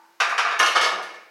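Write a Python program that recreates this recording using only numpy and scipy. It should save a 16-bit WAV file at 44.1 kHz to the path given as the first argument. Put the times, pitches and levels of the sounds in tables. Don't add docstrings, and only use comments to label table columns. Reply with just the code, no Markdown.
import sys
import numpy as np
from scipy import signal
from scipy.fft import rfft, irfft, next_fast_len
from scipy.io import wavfile
from scipy.ndimage import map_coordinates

SR = 44100
rng = np.random.default_rng(int(sys.argv[2]) if len(sys.argv) > 2 else 0)


def wrap_up_sound(samples):
    columns = np.atleast_2d(samples).T
    tamed = np.clip(columns, -1, 1)
    steps = np.round(tamed * 32767).astype(np.int16)
    wavfile.write(sys.argv[1], SR, steps)


N = 57330
TIME = np.arange(N) / SR


def amp(db):
    return 10 ** (np.asarray(db) / 20)


def along(points, hz):
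    point_hz, values = np.transpose(points)
    return np.interp(np.log(hz + 1), np.log(point_hz + 1), values)


def fade(t60):
    return amp(-60 * TIME / t60)


def rise(seconds):
    return 1 - np.exp(-TIME / seconds)


def wobble(rate):
    return map_coordinates(rng.standard_normal(256), [TIME * rate], mode="wrap")


def filtered(x, response):
    size = next_fast_len(N + 8192)
    hz = np.fft.rfftfreq(size, 1 / SR)
    return irfft(rfft(x, size) * response(hz), size)[:N]


def noise(colour):
    shaped = filtered(rng.standard_normal(N), lambda hz: amp(colour(hz)))
    return shaped / np.sqrt(np.mean(shaped ** 2))


def add(track, start_s, sound):
    start = round(start_s * SR)
    track[start:] += sound[:N - start]


# frequency in Hz, level in dB, t60 in seconds.
FAINT_MODES = [(337, -64.5, 3.9), (870, -53, 0.76), (920, -52.5, 0.45), (1180, -61.5, 0.56),
               (1500, -63.5, 1)]
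# frequency in Hz, relative noise density in dB.
FAINT_ECHO_SPECTRUM = [(100, -47), (300, -13), (650, -2), (950, 17), (1300, 1), (2000, -17), (3300, -30),
                       (5000, -14), (8000, -45), (15000, -42)]


def faint_ring():
    tones = sum(amp(db) * fade(t60) * np.sin(2 * np.pi * hz * TIME + 0.85 * wobble(25))
                for hz, db, t60 in FAINT_MODES)
    echo = amp(-58) * fade(t60=0.92) * noise(lambda hz: along(FAINT_ECHO_SPECTRUM, hz))
    return tones + echo


# frequency in Hz, relative noise density in dB.
AIR_SPECTRUM = [(25, -4), (90, -8), (300, -4.5), (1500, 4), (3300, -7.5), (5000, -6), (9000, -15),
                (15500, -15.5)]


def room_tone():
    return amp(-61) * noise(lambda hz: along(AIR_SPECTRUM, hz))


def contact(hz, brightness, favoured_hz):
    tilt_db = brightness * np.log2(np.clip(hz, 900, 14000) / 1600)
    octaves_away = np.log2((hz + 1) / favoured_hz)
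    band_db = 3.5 * np.exp(-.5 * (octaves_away / 0.16) ** 2)
    return tilt_db + band_db


def steel_ring(modes, colour, scatter_db=2):
    hz, db, t60 = np.transpose(modes)
    gains = amp(db + colour(hz) + scatter_db * rng.standard_normal(len(hz)))
    phases = rng.uniform(0, 2 * np.pi, len(hz))
    return sum(gain * fade(decay_s) * np.sin(2 * np.pi * mode_hz * TIME + phase)
               for mode_hz, gain, decay_s, phase in zip(hz, gains, t60, phases))


# frequency in Hz, share of the full depth.
PEAK_SHARE = [(600, 0.25), (1800, 0.39), (4500, 0.87), (9000, 0.77)]


def fine_modes(depth_db, spacing_hz):
    heights_db = depth_db * rng.standard_normal(2048)
    grid_hz = spacing_hz * np.arange(len(heights_db))
    return lambda hz: np.interp(hz, grid_hz, heights_db) * along(PEAK_SHARE, hz)


# frequency in Hz, t60 in seconds.
BASEMENT_T60 = [(150, 1), (280, 1), (450, 0.82), (1300, .57), (2400, 0.98), (3100, 0.48), (4000, 0.68),
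                (6000, 0.52), (10000, 0.44), (15000, 0.36)]


def basement(steady):
    hz, seconds, spectrum = signal.stft(steady, SR, nperseg=512)
    decay = amp(-60 * seconds / along(BASEMENT_T60, hz)[:, None])
    return signal.istft(spectrum * decay, SR, nperseg=512)[1][:N]


def clanks(blows, body, modes, peaks, ring_db):
    track = np.zeros(N)
    onset = rise(seconds=0.0018)
    clatter_envelope = amp(3) * fade(t60=0.13)
    room_swell = amp(-1.33) * rise(seconds=0.0036)
    for start_s, db, brightness, favoured_hz in blows:
        colour = lambda hz: contact(hz, brightness, favoured_hz)
        wash = noise(lambda hz: along(body, hz) + peaks(hz) + colour(hz))
        clatter = clatter_envelope * wash[::-1]
        reflections = room_swell * basement(wash)
        ring = amp(ring_db) * steel_ring(modes, colour)
        add(track, start_s, amp(db) * onset * (clatter + reflections + ring))
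    return track


# start in seconds, level in dB, brightness in dB per octave, favoured frequency in Hz.
UPRIGHT_CONTACTS = [(.2008, -18.5, 0.9, 2280), (.212, -22.5, -8.5, 1500), (.293, -36.5, 4, 14000),
                    (.311, -26.5, -8, 1200), (.378, -21, 0.5, 2960), (.389, -21.5, -1.5, 990),
                    (.447, -24, -4, 1310), (.463, -28.5, -6.5, 1490), (.485, -30.5, -2.5, 1220),
                    (.506, -30, -1.5, 2950), (.519, -26, -4, 1260)]
# frequency in Hz, relative noise density in dB.
UPRIGHT_SPECTRUM = [(90, -49), (180, -38), (280, -30), (480, -11.5), (600, -15.5), (720, -5), (850, -7.5),
                    (1200, 3), (1600, 0.5), (2000, -6.5), (2300, -2.5), (2650, -6.5), (4300, -14.5),
                    (6200, -17), (7500, -26.5), (11000, -34), (15500, -52)]
# frequency in Hz, relative level in dB, t60 in seconds.
UPRIGHT_RING = [(683.4, -7, 0.82), (1203, 3, 0.44), (1465, -4.5, 0.34), (1682, -5, .7), (1733, -1, 0.56),
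                (2285, -16, 0.68), (2440, -6, 0.49), (2690, -23, 0.88), (3450, -19, 0.3), (3766, -6, 0.52),
                (4237, -7, 0.25), (4960, -20, 0.29), (5110, -12, 0.34), (5840, -10, 0.24)]


def uprights():
    peaks = fine_modes(depth_db=5, spacing_hz=40.25)
    return clanks(UPRIGHT_CONTACTS, UPRIGHT_SPECTRUM, UPRIGHT_RING, peaks, ring_db=-10.5)


# start in seconds, level in dB, brightness in dB per octave, favoured frequency in Hz.
FIRST_HOOK_CONTACTS = [(.590, -25.5, 5, 5930), (.597, -16, -2.5, 1340), (.624, -21.5, -1.5, 1490),
                       (.659, -24.5, 3, 4300), (.676, -28.5, -2, 2880), (.711, -43, 3, 5050)]
# frequency in Hz, relative noise density in dB.
HOOK_SPECTRUM = [(90, -66), (130, -55), (185, -31), (260, -32), (360, -14.5), (700, -6.5), (900, -7),
                 (1250, 1.5), (1570, -8), (1750, 1.5), (1980, -11), (2220, -4), (2450, -12.5), (2950, -3.5),
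                 (3500, -11.5), (6000, -15.5), (7600, -24), (11000, -29.5), (13000, -41.5), (15500, -45)]
# frequency in Hz, relative level in dB, t60 in seconds.
FIRST_HOOK_RING = [(1054, 0, .45), (1205, -8, 0.45), (1434, 4, 0.25), (1720, 5.5, 0.48), (2176, 3, 0.37),
                   (2690, -11, 0.68), (2750, -28, 0.56), (3040, -3.5, 0.42), (4410, -10, 0.25),
                   (5310, -22, 0.31), (5410, -11, 0.26), (5650, -23, .35)]


def first_hook():
    peaks = fine_modes(depth_db=6.5, spacing_hz=39.76)
    return clanks(FIRST_HOOK_CONTACTS, HOOK_SPECTRUM, FIRST_HOOK_RING, peaks, ring_db=-11)


# start in seconds, level in dB, brightness in dB per octave, favoured frequency in Hz.
SECOND_HOOK_CONTACTS = [(.749, -21, -3.5, 1210), (.757, -19.5, -1.5, 3080), (.768, -21.5, -5.5, 3270),
                        (.810, -22.5, 1, 3600), (.827, -24.5, -1, 4500), (.841, -26, 1.4, 4500),
                        (.853, -25, -9.5, 1220), (.884, -32.5, -4.5, 720), (.919, -31.5, -14, 1300),
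                        (.984, -33.5, -8.5, 554), (1.023, -45, 4.5, 11000), (1.048, -42.5, -1.5, 2500),
                        (1.088, -41, -3, 1390), (1.14, -46, -1, 2000)]
# frequency in Hz, relative level in dB, t60 in seconds.
SECOND_HOOK_RING = [(1116, -4.5, 0.25), (1250, 1, 0.4), (1269, 2.5, 0.21), (1424, 1, 0.7), (1736, -4, 0.3),
                    (2180, 4.5, 0.43), (3020, -12, 0.41), (3290, -8, 0.29), (3460, -5, 0.42),
                    (4500, -1, 0.26), (5168, -7, 0.42), (5210, -6, 0.55), (6560, -12, .45),
                    (8100, -20, 0.49)]


def second_hook():
    peaks = fine_modes(depth_db=4, spacing_hz=34.64)
    return clanks(SECOND_HOOK_CONTACTS, HOOK_SPECTRUM, SECOND_HOOK_RING, peaks, ring_db=-10.5)


def frame_hum(start_s=0.925, hz=192):
    track = np.zeros(N)
    envelope = amp(-45) * rise(seconds=0.03) * fade(t60=0.49)
    add(track, start_s, envelope * np.sin(2 * np.pi * hz * TIME + 0.6 * wobble(20)))
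    return track


def scene():
    racking = uprights() + first_hook() + second_hook() + frame_hum()
    return (racking + faint_ring() + room_tone())[None]


def record(dry):
    low_cut_hz, top_hz = 161, 16050
    thin = signal.sosfilt(signal.butter(3, low_cut_hz, "highpass", fs=SR, output="sos"), dry)
    return np.array([filtered(channel, lambda hz: hz < top_hz) for channel in thin])


dry = scene()
out = record(dry)
wrap_up_sound(out)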